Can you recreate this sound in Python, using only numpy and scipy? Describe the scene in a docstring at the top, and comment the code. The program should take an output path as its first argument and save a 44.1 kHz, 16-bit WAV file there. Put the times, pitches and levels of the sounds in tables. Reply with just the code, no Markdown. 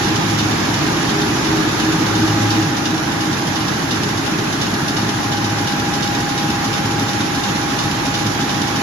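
"""Printing press, close pair on the move

A sheet-fed press runs in a hall; two spaced microphones move from beside its cabinets to above an ink fountain.
Motors and blowers make a steady din of shaped noise, and looped noise brings much of the rumble back each turn
of the cylinders. Gears hum and whine as wavering sines. Grippers and cams clack five times a turn as noise
bursts through steel resonances; the frame knocks in decaying low sines and loose parts tick faintly."""
import sys
import numpy as np
from scipy import signal
from scipy.fft import rfft, irfft
from scipy.io import wavfile
from scipy.ndimage import uniform_filter1d

SR = 44100
rng = np.random.default_rng(int(sys.argv[2]) if len(sys.argv) > 2 else 0)


def store_pcm(level_fs):
    """Save levels as 16-bit WAV."""
    pcm = np.round(np.clip(level_fs, -1, 1) * 32767).astype(np.int16)
    wavfile.write(sys.argv[1], SR, np.atleast_2d(pcm).T)


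N = 388962  # samples

SHEETS_PER_S = 2.8357  # turns of the cylinders a second

# Spectra of the din; each layer's level is set apart: (frequency [Hz], relative density [dB per Hz])
RUMBLE_SHAPE = [(12, -50), (22, -23), (32, -36), (45, -28), (58, -26), (75, -19.5), (90, -6.5), (100, -1.5),
                (125, -2), (165, -2.5), (250, -3), (300, -1), (345, -4.5), (385, -12.5), (470, -22.5),
                (610, -55)]  # frames and floor
ROAR_SHAPE = [(300, -28), (420, -2.5), (480, -8), (590, -7), (700, -6), (800, -2), (900, -3), (1330, -5.5),
              (1620, -5), (1900, -8.5), (2400, -17), (3100, -53)]  # blowers and rollers
HISS_SHAPE = [(1290, -19), (2200, 2.5), (3200, 2), (3640, 2), (4270, 0), (5770, 0), (7070, -4),
              (7600, -11.5), (9880, -69), (16700, -120)]  # air jets and tacky ink
SIZZLE_SHAPE = [(5530, -50), (9400, -5.5), (9800, -1), (10300, -2), (13300, -10.5), (14300, -16.5)]  # top of the hiss
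SIZZLE_DB = -43.5  # mean level of the sizzle
# Levels of the din: (dB between the cabinets, dB out in the open)
RUMBLE_DB, ROAR_DB, HISS_DB = (-20.4, -22.5), (-25, -26.5), (-28.5, -31)
STEP_OUT_S = (2.6, 2.7)  # the microphones leave the cabinets: (from s, to s)
HISS_CREEP_DB_PER_S = 0.18  # growth of the hiss from then on, leaning in over the rollers

# Likeness of the two microphones: (frequency [Hz], left-right likeness [0-1])
LIKENESS = [(20, .995), (60, .995), (140, .97), (210, .92), (320, .72), (490, .3), (1000, .25), (2000, .2),
            (4000, .1), (14000, .08)]
# Balance of the two microphones: (frequency [Hz], left-right difference [dB])
BALANCE = [(60, 0), (740, 0), (1130, -2.5), (1710, -4), (2610, -1.5), (3960, -2.5), (6030, -5),
           (9160, -2.5), (13900, 0)]
# Phase between the spaced microphones: (frequency [Hz], lead of the left [rad])
LEFT_LEAD = [(60, 0), (340, -.1), (450, .2), (600, 1), (1030, 1.1), (1810, -1.4), (2840, -3.9), (7920, -22),
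             (14100, -38)]
# Balance as the pair turns: (time [s], left-right difference [dB])
HEADING_PATH = [(0, -5), (1.2, -3.5), (2.6, -4), (3.6, -5), (5.2, -2.5), (6.2, -3.5), (8.82, -5)]
# Place of the pair: (time [s], height [0 beside the cabinets to 1 above the fountain])
HEIGHT_PATH = [(0, 0.34), (2.3, 0.0096), (3.6, 1), (8.82, 1)]

# Noise that recurs with the cylinders: (frequency [Hz], share of power recurring each turn [0-1])
RECURRING = [(95, .2), (125, .7), (380, .7), (450, .35), (2400, .3)]
# Change of the recurring pattern along the walk: (time [s], patterns passed [count])
PATTERN_PATH = [(0, 0), (5, 4), (8.82, 4.8)]

# Motor hum, swelling and fading unevenly as motors beat: (time [s], level [dB])
HUM_LEVEL = [(0, -34), (.2, -29), (.55, -25.5), (1.05, -48), (1.85, -39), (2.1, -25.5), (2.5, -22),
             (2.8, -33.5), (3.5, -37.5), (4.05, -30), (4.6, -37), (5.45, -27.5), (6.2, -48), (7, -27.5),
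             (7.9, -50), (8.25, -23), (8.45, -41), (8.82, -36)]
HUM_HZ, HUM_LAG = 108.5, .04  # lag: radians by which the right trails
# Drive gear tone, without its sidebands: (time [s], level [dB])
DRIVE_LEVEL = [(0, -27.5), (.8, -35), (1.6, -25), (2.6, -27), (3.6, -35.5), (4.6, -33.5), (8.82, -34)]
# Uneven load on the drive gear: (offset from its tone [turn rates], level against the tone [dB])
LOAD_SIDEBANDS = [(1, -4), (3, -8), (5, -5), (-5, -9), (-1, -10)]
CALM_S, CALM_DB = (3.6, 3.7), -12  # the throb weakens above the fountain: (from s, to s), by dB
# Tooth mesh, before its swell: (time [s], level [dB])
MESH_LEVEL = [(0, -41), (.6, -46), (1.15, -30.5), (2.2, -34.5), (2.7, -42), (3.6, -48), (4.05, -36),
              (4.9, -41), (5.6, -51), (8.82, -50)]
# Whine at twice the mesh: (time [s], level [dB])
DOUBLE_MESH_LEVEL = [(0, -30), (.7, -44), (1.15, -32), (1.8, -49), (2.4, -27.5), (2.9, -35.5), (3.2, -34),
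                     (4.5, -44), (5.3, -31), (6.2, -29.5), (7.6, -31.5), (8.82, -31.5)]
MESH_TEETH, MESH_PEAK = 144, .42  # teeth a turn; share of the turn at which they bear hardest
MESH_THROB, MESH_LAG = .7, -.5  # depth of that swell, 0-1; radians by which the right trails
# Fainter whines, about which the level drifts: (frequency [Hz], level beside the cabinets [dB],
# level above the fountain [dB], left-right difference [dB], lag of the right [rad])
FAINT_WHINES = [(794.4, -43, -42, -1, -.9), (1224.9, -40, -47, 0, -.3), (1384, -46, -52, -5, 1),
                (1633.5, -47, -46, -4, -1.9), (1667.5, -45, -44, -6, -1.1), (2042, -52, -50, -2, -1.8),
                (2361.5, -51, -52, -4, -1.9)]

# Clacks in one turn: (place [share of the turn], mean level beside the cabinets [dB],
# mean level above the fountain [dB], t60 [s], brightness [dB per octave], left-right difference [dB])
CAM_CLACKS = [(.092, -21, -20, 0.21, -3, -2.5), (.232, -25, -23, 0.1, -1.5, -3.5),
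              (.445, -19, -20, .1, -2, -1.5), (.6, -44, -24.5, 0.088, 2, -4),
              (.845, -25, -23, 0.17, 1, -2.5)]
# Resonances of the steel: (frequency [Hz], width at -6 dB [Hz], relative level [dB])
STEEL_MODES = [(1600, 500, -3.5), (2924, 340, 3), (3660, 410, 5), (4450, 1400, -4), (5530, 2300, 1),
               (10200, 2400, -10)]
# Knocks in one turn: (place [share of the turn], mean level beside the cabinets [dB],
# mean level above the fountain [dB], frequency [Hz], t60 [s])
FRAME_KNOCKS = [(.0, -36, -24, 312, 0.082), (.11, -31, -27, 289, 0.17), (.11, -39, -23, 136, 0.064),
                (.28, -18, -24, 163, 0.18), (.44, -27, -12, 213, 0.061), (.5, -13, -25, 158.4, 0.21),
                (.52, -23, -22, 315.3, 0.13), (.68, -19, -24.5, 326, 0.099), (.69, -22, -21, 193, 0.063),
                (.78, -25, -20, 339, 0.1), (.9, -24, -18, 273, 0.12)]
NEARER_S = .006  # blows arrive this much sooner above the fountain
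RATTLES_PER_S, RATTLE_DB = 130, -42  # loose ticks a second; their overall level

GAP_HZ, EDGE_HZ = (7800, 9420), 14250  # a silent band in the treble; the upper band limit


def gain_of(db):
    """Decibels to an amplitude factor."""
    return 10 ** (np.asarray(db) / 20)


def evened(x):
    """Scale to rms 1."""
    return x / np.sqrt(np.mean(x ** 2) + 1e-20)


def read(points, hz):
    """Read a table over frequency, joined on a log axis."""
    f, value = np.transpose(points)
    return np.interp(np.log(hz + 1), np.log(f + 1), value)


def follow(rows, t):
    """Read the columns of a curve at times t."""
    s, *columns = np.transpose(rows)
    return [np.interp(t, s, c) for c in columns]


def height_at(t):
    """Place of the pair: 0 beside the cabinets, 1 above the fountain."""
    return np.clip(follow(HEIGHT_PATH, t)[0], 0, 1)


def sides(db):
    """Gains of left and right for a left-right level difference."""
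    return gain_of(np.multiply.outer([.5, -.5], db))


def drift(per_s):
    """Slow chance of rms 1: sines of random phase up to a rate."""
    t = np.arange(0, N + 2048, 1024) / SR
    slow = 0
    for f in per_s * np.geomspace(.1, 1, 20):
        slow = slow + np.sin(2 * np.pi * (f * t + rng.random()))
    return np.interp(np.arange(N) / SR, t, evened(slow))


def pair(hz, one, other):
    """Left and right spectra from two draws, alike and shifted as for spaced microphones."""
    same = np.clip(read(LIKENESS, hz), 0, 1)
    lead = read(LEFT_LEAD, hz)
    right = same * np.exp(-1j * lead) * one + np.sqrt(1 - same ** 2) * other
    mono = np.sqrt(1.001 + same * np.cos(lead))  # dividing by this evens the sum of the two sides
    return np.array([one, right]) * sides(read(BALANCE, hz)) / mono


def din_levels(t):
    """Rumble, roar and hiss drop on stepping out from between the cabinets; then the hiss creeps up."""
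    rumble_db, roar_db, hiss_db = (np.interp(t, STEP_OUT_S, ends) for ends in (RUMBLE_DB, ROAR_DB, HISS_DB))
    creep_db = HISS_CREEP_DB_PER_S * np.maximum(t - STEP_OUT_S[1], 0)
    return rumble_db, roar_db, hiss_db + creep_db


def each_turn(rows):
    """Start sample, level at the pair's height and the other columns of every blow."""
    for turn in range(int(N / SR * SHEETS_PER_S) + 1):
        for share, low_db, high_db, *rest in rows:
            s = (turn + share) / SHEETS_PER_S
            height = height_at(s)
            start = max(round((s - NEARER_S * height) * SR), 0)
            yield start, low_db + height * (high_db - low_db), rest


def din():
    """Motors, blowers and air: random short-time spectra in four layers, with patches and a shared flicker."""
    frames, hz = N // 256 + 5, np.fft.rfftfreq(1024, 1 / SR)[:, None]
    a, b, c, d, patches = rng.standard_normal((frames, 513, 5)).T
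    patches = uniform_filter1d(patches, size=5, axis=0)  # over frequency
    patches = evened(uniform_filter1d(patches, size=6, axis=1))  # over time
    flicker = evened(uniform_filter1d(rng.standard_normal(frames), size=2))
    t = np.arange(frames) * 256 / SR
    rumble_db, roar_db, hiss_db = din_levels(t)
    sizzle_db = SIZZLE_DB + .4 * (hiss_db - hiss_db.mean())
    # (spectrum, level [dB], patchiness [dB rms], flicker [dB rms])
    layers = [(RUMBLE_SHAPE, rumble_db, .3, .1), (ROAR_SHAPE, roar_db, 1.2, .3),
              (HISS_SHAPE, hiss_db, 1.4, .5), (SIZZLE_SHAPE, sizzle_db, 2.5, .5)]
    power = 0
    for shape, level_db, patchy_db, flicker_db in layers:
        colour = gain_of(2 * read(shape, hz))
        moving_db = level_db + flicker_db * flicker + patchy_db * patches
        power += colour / colour.sum() * gain_of(2 * moving_db)
    # leave room for the share that turning() repeats
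    fresh = 1 - read(RECURRING, hz) * (hz < 2400)
    # the bass keeps its balance while the rest swings with the heading
    pan_db = follow(HEADING_PATH, t)[0]
    swing = sides((hz > 450) * (pan_db - pan_db.mean()))
    # the 3 makes up for level lost where random frames overlap
    spectra = pair(hz, a + 1j * b, c + 1j * d) * np.sqrt(3 * power * fresh) * swing
    return signal.istft(spectra, nperseg=1024, noverlap=768)[1][:, :N]


def turning():
    """Gears and bearings grind alike each turn: looped noise patterns that fade into one another along the walk."""
    t, size = np.arange(N) / SR, 2 ** 14  # points in one turn
    hz = np.arange(size // 2 + 1) * SHEETS_PER_S
    place = (t * SHEETS_PER_S % 1 * size).astype(int)
    morph, out = follow(PATTERN_PATH, t)[0], np.zeros((2, N))
    rumble_db, roar_db, _ = din_levels(t)
    for shape, level_db in [(RUMBLE_SHAPE, rumble_db), (ROAR_SHAPE, roar_db)]:
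        colour = gain_of(2 * read(shape, hz))
        strength = size * np.sqrt(colour / colour.sum() * read(RECURRING, hz) / 2)
        for k in range(6):
            a, b, c, d = rng.standard_normal((4, len(hz)))
            pattern = irfft(pair(hz, a + 1j * b, c + 1j * d) * strength)
            on = abs(morph - k) < 1
            fade = np.cos(np.pi / 2 * (morph[on] - k))
            out[:, on] += pattern[:, place[on]] * (fade * gain_of(level_db[on]))
    return out


def tone(hz, lag, waver_hz):
    """A sine of rms 1 whose pitch wavers a little, trailing on the right by lag radians."""
    cycles = np.cumsum(hz + waver_hz * drift(2.08)) / SR + rng.random()
    return np.sqrt(2) * np.sin(2 * np.pi * cycles - np.array([[0], [lag]]))


def drive_gear(t):
    """Sidebands at multiples of the turn rate make the drive gear throb, hardest a third into each turn."""
    turn = 2 * np.pi * (SHEETS_PER_S * t - .34)
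    throb = sum(gain_of(db) * np.exp(1j * k * turn) for k, db in LOAD_SIDEBANDS)
    throb = 1 + throb * gain_of(np.interp(t, CALM_S, (0, CALM_DB)))
    carrier = np.exp(1j * (111 * turn + np.array([[0], [.3]])))  # 111 cycles a turn; the right leads
    return gain_of(follow(DRIVE_LEVEL, t)[0]) * (throb * carrier).real * np.sqrt(2)


def tooth_mesh(t):
    """Teeth meeting give a tone that swells once a turn, and a whine at twice its pitch."""
    mesh_hz = MESH_TEETH * SHEETS_PER_S
    bearing = 1 + MESH_THROB * np.cos(2 * np.pi * (SHEETS_PER_S * t - MESH_PEAK))
    mesh = gain_of(follow(MESH_LEVEL, t)[0]) * bearing * tone(mesh_hz, MESH_LAG, .06)
    return mesh + gain_of(follow(DOUBLE_MESH_LEVEL, t)[0]) * tone(2 * mesh_hz, MESH_LAG, .06)


def faint_whines(t):
    """Steady higher tones whose levels drift and change with the height of the pair."""
    height, out = height_at(t), 0
    for hz, low_db, high_db, pan_db, lag in FAINT_WHINES:
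        level_db = low_db + height * (high_db - low_db) + 2 * drift(2.2)
        out = out + gain_of(level_db) * sides(pan_db)[:, None] * tone(hz, lag, .3)
    return out


def gears():
    """Motor hum, a wavering sine, with the drive gear, tooth mesh and fainter whines."""
    t = np.arange(N) / SR
    hum = gain_of(follow(HUM_LEVEL, t)[0]) * tone(HUM_HZ, HUM_LAG, .06)
    return hum + drive_gear(t) + tooth_mesh(t) + faint_whines(t)


def clacks():
    """Each gripper or cam blow is a rattling noise burst through the steel's broad resonances."""
    t, out = np.arange(4096) / SR, np.zeros((2, N + SR))
    hz = np.fft.rfftfreq(4096, 1 / SR)
    steel = np.sqrt(sum(gain_of(2 * db) / (1 + (2 * (hz - f) / width) ** 2) ** 2
                        for f, width, db in STEEL_MODES))
    for at, db, (t60, tilt_db, pan_db) in each_turn(CAM_CLACKS):
        shared, left, right = rng.standard_normal((3, 4096))
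        # the shared part reaches the left 20 samples later
        burst = .5 * np.array([np.roll(shared, 20), shared]) + np.array([left, right])
        tilt = gain_of(tilt_db * np.log2(hz / 4000 + 0.043))  # the offset keeps 0 Hz finite
        burst = evened(irfft(rfft(burst) * steel * tilt))
        burst *= np.minimum(t / 0.0055, 1) * gain_of(-60 * t / t60) * sides(pan_db)[:, None]
        out[:, at:at + 4096] += gain_of(db + 1.5 * rng.standard_normal()) * burst
    return out[:, :N]


def knocks():
    """Each knock of the frame is a low panel mode with a soft start, nearly alike every turn."""
    t, out = np.arange(6000) / SR, np.zeros(N + SR)
    for at, db, (hz, t60) in each_turn(FRAME_KNOCKS):
        ring = np.sin(2 * np.pi * hz * t) * (1 - np.exp(-t / 0.0046)) * gain_of(-60 * t / t60)
        out[at:at + 6000] += gain_of(db + 0.6 * rng.standard_normal()) * ring
    return out[:N]


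def rattle():
    """Loose parts tick faintly at random, each ringing briefly at its own pitch, nearer one side or the other."""
    t, out = np.arange(900) / SR, np.zeros((2, N + 900))
    for when, pitch, size, side in rng.random((1400, 4))[:int(RATTLES_PER_S * N / SR)]:
        hz = 1100 * 6.5 ** pitch
        ring = np.sin(2 * np.pi * hz * t) * gain_of(-60 * t / .02 + 9 * size)
        at = int(when * N)
        out[:, at:at + 900] += ring * sides(12 * (side - .5) - 2.5)[:, None]
    return gain_of(RATTLE_DB) * evened(out[:, :N])


def scene():
    """All parts of the press together."""
    return din() + turning() + gears() + clacks() + knocks() + rattle()


def record(dry):
    """One linear-phase filter silences a band of treble and everything above the band limit."""
    taps = signal.firwin(1023, [*GAP_HZ, EDGE_HZ], window=("kaiser", 10), fs=SR)
    return signal.oaconvolve(dry, taps[None], "same")


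dry = scene()
out = record(dry)
store_pcm(out)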